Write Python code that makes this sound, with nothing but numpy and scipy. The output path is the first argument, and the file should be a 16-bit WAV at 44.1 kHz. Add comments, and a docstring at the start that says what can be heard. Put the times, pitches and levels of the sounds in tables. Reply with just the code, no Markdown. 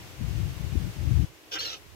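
"""Wind buffets the microphone, mainly its left port, over a steady hiss of leaves and a far, low rush.
About 1.5 s in, a parrot, probably a cockatoo, gives one harsh screech among the tall trees.
Its voice is mostly chaotic and catches a clean pitch for a few instants;
trunks and ground answer briefly."""
import sys
import numpy as np
from scipy import signal
from scipy.fft import rfft, irfft, next_fast_len
from scipy.io import wavfile
from scipy.ndimage import uniform_filter1d, map_coordinates

SR = 44100
rng = np.random.default_rng(int(sys.argv[2]) if len(sys.argv) > 2 else 0)


def master_out(mix):
    """Clip the mix to full scale and print it as 16-bit PCM to the path in sys.argv[1]."""
    frames = np.transpose(np.atleast_2d(mix))
    ceiling = np.clip(frames, -1, 1)
    pcm = np.round(ceiling * 32767).astype(np.int16)
    wavfile.write(sys.argv[1], SR, pcm)


N = 85995

# How hard the bird calls. 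Each row: time in seconds, relative level in dB.
CALL_EFFORT = [(1.509, -67.5), (1.517, -42), (1.524, -34.5), (1.534, -33.5), (1.545, -35.5), (1.579, -37.5),
               (1.595, -38), (1.617, -39.5), (1.67, -35.5), (1.689, -41), (1.715, -40.5), (1.742, -41.5),
               (1.762, -50), (1.785, -64)]
# Its changing colour. Each row: time in seconds, then treble, low partials and beak resonance in dB.
CALL_COLOUR = [(1.52, -1, 0.5, -6), (1.54, -1, 0.5, -11), (1.565, -1.5, 9.5, -6), (1.578, -18, 10, -11),
               (1.592, 3.5, 6.5, 4.5), (1.625, 0.5, 5, 2), (1.67, 0, 1, 0.5), (1.7, -1, 3, 0),
               (1.75, -1, 0, -3)]


def amp(db):
    """Decibels to gain."""
    return 10 ** (np.asarray(db) / 20)


def unit(x):
    """Scale to rms 1."""
    return x / np.sqrt(np.mean(x ** 2) + 1e-20)


def gain_at(points, hz):
    """Gain read from (Hz, dB) points on a log frequency axis."""
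    point_hz, db = np.transpose(points)
    return amp(np.interp(np.log(hz + 1), np.log(point_hz + 1), db))


def curves(rows):
    """One value per sample for each column after the time."""
    times, *columns = np.transpose(rows)
    return [np.interp(np.arange(N) / SR, times, column) for column in columns]


def wobble(per_s):
    """A smooth random curve with per_s knots a second."""
    return map_coordinates(rng.standard_normal(N // 4), [np.arange(N) * per_s / SR], mode="wrap")


def filtered(x, response):
    """Filter x by a gain given as a function of Hz."""
    size = next_fast_len(N + SR // 2)
    return irfft(rfft(x, size) * response(np.fft.rfftfreq(size, 1 / SR)), size)[..., :N]


def noise(spectrum, channels=1):
    """Coloured noise of rms 1, unrelated between channels."""
    return unit(filtered(rng.standard_normal((channels, N)), lambda hz: gain_at(spectrum, hz)))


def panned(x, tilt):
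    """Share each frequency between the ports at constant power."""
    def gains(hz):
        ratio = gain_at(tilt, hz)
        return np.array([ratio, np.ones_like(ratio)]) * np.sqrt(2 / (1 + ratio ** 2))
    return filtered(x, gains)


def port_hiss():
    """Faint, even self-noise of the microphone's left port."""
    # Each row: frequency in Hz, relative level in dB.
    spectrum = [(3000, -23), (7000, -20), (10000, 1), (14000, 0), (15800, -5)]
    return noise(spectrum) * amp(-64) * np.array([[1], [0]])


def leaves():
    """Foliage hisses with the breeze, over a far rush of the woods that reaches both ports alike."""
    # The breeze. Each row: time in seconds, level in dB.
    breeze = [(0, -48.5), (.17, -50), (.3, -47), (.5, -47.5), (1, -47.5), (1.23, -47.5), (1.3, -55),
              (1.48, -54.5), (1.7, -51.5), (1.95, -55)]
    # Leaves and far rush. Each row: frequency in Hz, relative level in dB.
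    leaf_spectrum = [(150, -11), (330, 4.5), (600, -6), (1000, -4), (1800, -3), (2800, -2.5), (4000, -7),
                     (6200, -8.5), (8000, -12.5), (10000, -16.5), (13500, -13.5), (15800, -20)]
    far_spectrum = [(120, -53), (220, -16.5), (310, 3.5), (450, -2.5), (700, -4.5), (1100, -10.5),
                    (2000, -45.5), (3000, -38)]
    # Left-right balance of the hiss; the right port is dull around 8-12 kHz.
    # Each row: frequency in Hz, left over right in dB.
    tilt = [(300, 5.5), (1300, 3.5), (2500, -1.5), (5500, -2), (7000, 7), (9000, 37), (11000, 28),
            (13500, 13.5), (15500, 14)]
    breeze_db, = curves(breeze)
    hiss = panned(noise(leaf_spectrum, channels=2), tilt) * amp(breeze_db + 0.4 * wobble(per_s=23.4))
    far_rush = noise(far_spectrum) * amp(-54 + 0.85 * (breeze_db - breeze_db.max()))
    return hiss + far_rush


def buffeting():
    """Eddies thump each port separately, as strongly as the gust presses on it; a few hit harder."""
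    # Wind pressure on each port. Each row: time in seconds, level in dB.
    left_gust = [(0, -45), (.17, -46), (.215, -26), (.3, -27), (.44, -23), (.55, -36.5), (.65, -26),
                 (.7, -32.5), (.77, -18), (.81, -28), (.87, -26), (.945, -45.5), (.98, -28.5), (1.05, -24),
                 (1.09, -19.5), (1.19, -16), (1.245, -21.5), (1.262, -55), (1.34, -81), (1.95, -66.5)]
    right_gust = [(0, -47), (.14, -54.5), (.34, -48.5), (.4, -42), (.52, -39.5), (.58, -54), (.68, -44),
                  (.79, -63.5), (.9, -35.5), (.95, -57), (1.02, -41), (1.09, -42), (1.16, -47.5),
                  (1.29, -47.5), (1.41, -66.5), (1.62, -48.5), (1.75, -55.5), (1.95, -46.5)]
    # The eddies' rumble. Each row: frequency in Hz, relative level in dB.
    spectrum = [(20, -35), (40, -13), (60, 1.5), (90, 2), (130, -3), (170, -8.5), (235, -23), (305, -20),
                (400, -35.5), (550, -43), (2000, -79)]
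    # Hard eddies on the left. Each row: centre in seconds, peak in dB, pitch in Hz, half-width in seconds.
    thumps = [(0.212, -25.5, 238, 0.0027), (0.757, -19.5, 286, .003), (1.235, -19, 161.5, 0.0088)]
    t = np.arange(N) / SR
    eddies = noise(spectrum, channels=2)
    local_rms = np.sqrt(np.abs(uniform_filter1d(eddies ** 2, size=1800, axis=1)) + 1e-6)
    gust_db = np.vstack([curves(left_gust), curves(right_gust)])
    left, right = eddies / local_rms * amp(gust_db)
    for centre, db, hz, width in thumps:
        left -= amp(db) * np.cos(2 * np.pi * hz * (t - centre)) * np.exp(-((t - centre) / width) ** 2)
    return np.array([left, right])


def scatter(t60):
    """Stereo response of many small reflections, dying by 60 dB in t60 seconds."""
    lag = np.arange(SR // 3) / SR
    onset = 1 - np.exp(-lag / 0.0016)
    response = rng.standard_normal((2, len(lag))) * amp(-60 * lag / t60) * onset
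    return response / np.linalg.norm(response, axis=1, keepdims=True)


def woods(call):
    """The direct path, then scatter off trunks and ground and a faint tail, shifting as the bird moves."""
    # Left-right balance of the call; the right port is dull near 9 kHz.
    # Each row: frequency in Hz, left over right in dB.
    tilt = [(300, 2.5), (1500, 4), (2800, -4.5), (4200, 0.5), (5500, -1.5), (7000, 2), (9000, 10),
            (13000, 2), (15500, 4)]
    left_lead_s, path_change_s, mono_below_hz = 0.000453, 0.04, 940
    t = np.arange(N) / SR
    direct = filtered(call, lambda hz: np.exp(1j * np.pi * hz * left_lead_s * np.array([[1], [-1]])))
    echoes = np.zeros((2, N))
    for centre in np.arange(CALL_EFFORT[0][0], CALL_EFFORT[-1][0] + path_change_s, path_change_s):
        piece = call * np.sqrt(np.clip(1 - np.abs(t - centre) / path_change_s, 0, 1))
        paths = scatter(t60=0.021) + amp(-18.5) * scatter(t60=0.26)
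        echoes += signal.fftconvolve(piece[None], paths, axes=1)[:, :N]
    heard = direct + echoes
    low_side = filtered(heard - heard.mean(axis=0), lambda hz: 1 / (1 + (hz / mono_below_hz) ** 10))
    return panned(heard - low_side, tilt)


def husk(effort_db):
    """Hollow, low noise under the voice, swelling gently with effort (0 dB is full effort)."""
    # Each row: frequency in Hz, relative level in dB.
    spectrum = [(150, -32), (280, -5.5), (400, 0.5), (600, -5), (900, -11), (2000, -47)]
    return noise(spectrum)[0] * amp(-52 + 0.46 * effort_db)


def sizzle(effort_db):
    """Noise high above the voice, heard only near full effort and following the voice's treble."""
    # Each row: frequency in Hz, relative level in dB.
    spectrum = [(5000, -34), (8000, -3), (9000, -14), (11500, -9), (13000, -2.5), (14300, -1.5),
                (15000, -10), (15800, -16)]
    treble_db, _, _ = curves(CALL_COLOUR)
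    return noise(spectrum)[0] * amp(-50 + 1.9 * (effort_db + treble_db))


def voice():
    """One pitch line, now a clean tone, now chaotic pulses and air fluttering through the throat."""
    # Each row: time in seconds, pitch in Hz, roughness (0 is clean, 1 or more fully rough).
    contour = [(1.52, 1540, 1.07), (1.533, 1490, 0.65), (1.545, 1468, 1.1), (1.562, 1569, 0.93),
               (1.583, 1500, 1), (1.59, 1364, 0.17), (1.6, 1384, 0.1), (1.608, 1436, 1),
               (1.618, 1680, 0.63), (1.632, 1558, 0.54), (1.642, 1423, 0.2), (1.653, 1445, 0.85),
               (1.662, 1396, .25), (1.672, 1336, 0), (1.68, 1374, 1), (1.7, 1336, 0.97), (1.76, 1268, 1.1)]
    # Harmonics of the clean tone, from the first up, in relative dB.
    partials_db = [-11, -4.5, 0.5, -4.5, -16]
    # Throat and open beak. Each row: frequency in Hz, relative gain in dB.
    throat = [(150, -35), (330, -10.5), (600, -13), (1000, -16), (1300, -9), (1700, -13), (2400, -8.5),
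              (2950, 0), (3700, -1), (4300, -6), (4900, -6.5), (5700, -0.5), (6400, -12.5), (7300, -19),
              (9000, -40), (11000, -44), (15800, -47)]
    pitch_hz, roughness = curves(contour)
    roughness = np.clip(roughness, 0, 1)

    def phase(jitter):
        return 2 * np.pi * np.cumsum(pitch_hz * (1 + jitter * wobble(per_s=1500))) / SR
    steady, chaotic = phase(jitter=0.028), phase(jitter=0.0994)
    tone = unit(sum(amp(db) * np.sin(k * steady) for k, db in enumerate(partials_db, 1)))
    pulses = unit(sum(np.cos(k * chaotic) for k in range(1, 12)))
    flutter = amp(2.5 * wobble(per_s=600))
    air = amp(3) * rng.standard_normal(N)
    rasp = unit(filtered((pulses + air) * flutter, lambda hz: gain_at(throat, hz)))
    return np.sqrt(roughness) * rasp + amp(-4) * np.sqrt(1 - roughness) * tone


def coloured(sound):
    """Treble, low partials and beak resonance each rise and fall within the call."""
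    treble_hz, low_hz, beak_hz, beak_width_hz = 3600, 2270, 4320, 720
    treble_db, low_db, beak_db = curves(CALL_COLOUR)
    bands = [(treble_db, lambda hz: 1 - 1 / (1 + (hz / treble_hz) ** 10)),
             (low_db, lambda hz: 1 / (1 + (hz / low_hz) ** 10)),
             (beak_db, lambda hz: np.exp(-((hz - beak_hz) / beak_width_hz) ** 2))]
    for db, band in bands:
        sound = sound + (amp(db) - 1) * filtered(sound, band)
    return sound


def screech():
    """The call at the beak: the bird's effort drives the voice, the sizzle above and the husk below."""
    t = np.arange(N) / SR
    calling = (t > CALL_EFFORT[0][0]) & (t < CALL_EFFORT[-1][0])
    level_db, = curves(CALL_EFFORT)
    effort_db = level_db - level_db.max()
    return (coloured(voice()) * amp(level_db + 2) + sizzle(effort_db) + husk(effort_db)) * calling


def scene():
    """Foliage all round, wind right on the microphone and the bird among the trees."""
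    return leaves() + buffeting() + woods(screech()) + port_hiss()


def record(dry):
    """The microphone chain passes nothing above its band limit."""
    return filtered(dry, lambda hz: hz < 15800)


dry = scene()
out = record(dry)
master_out(out)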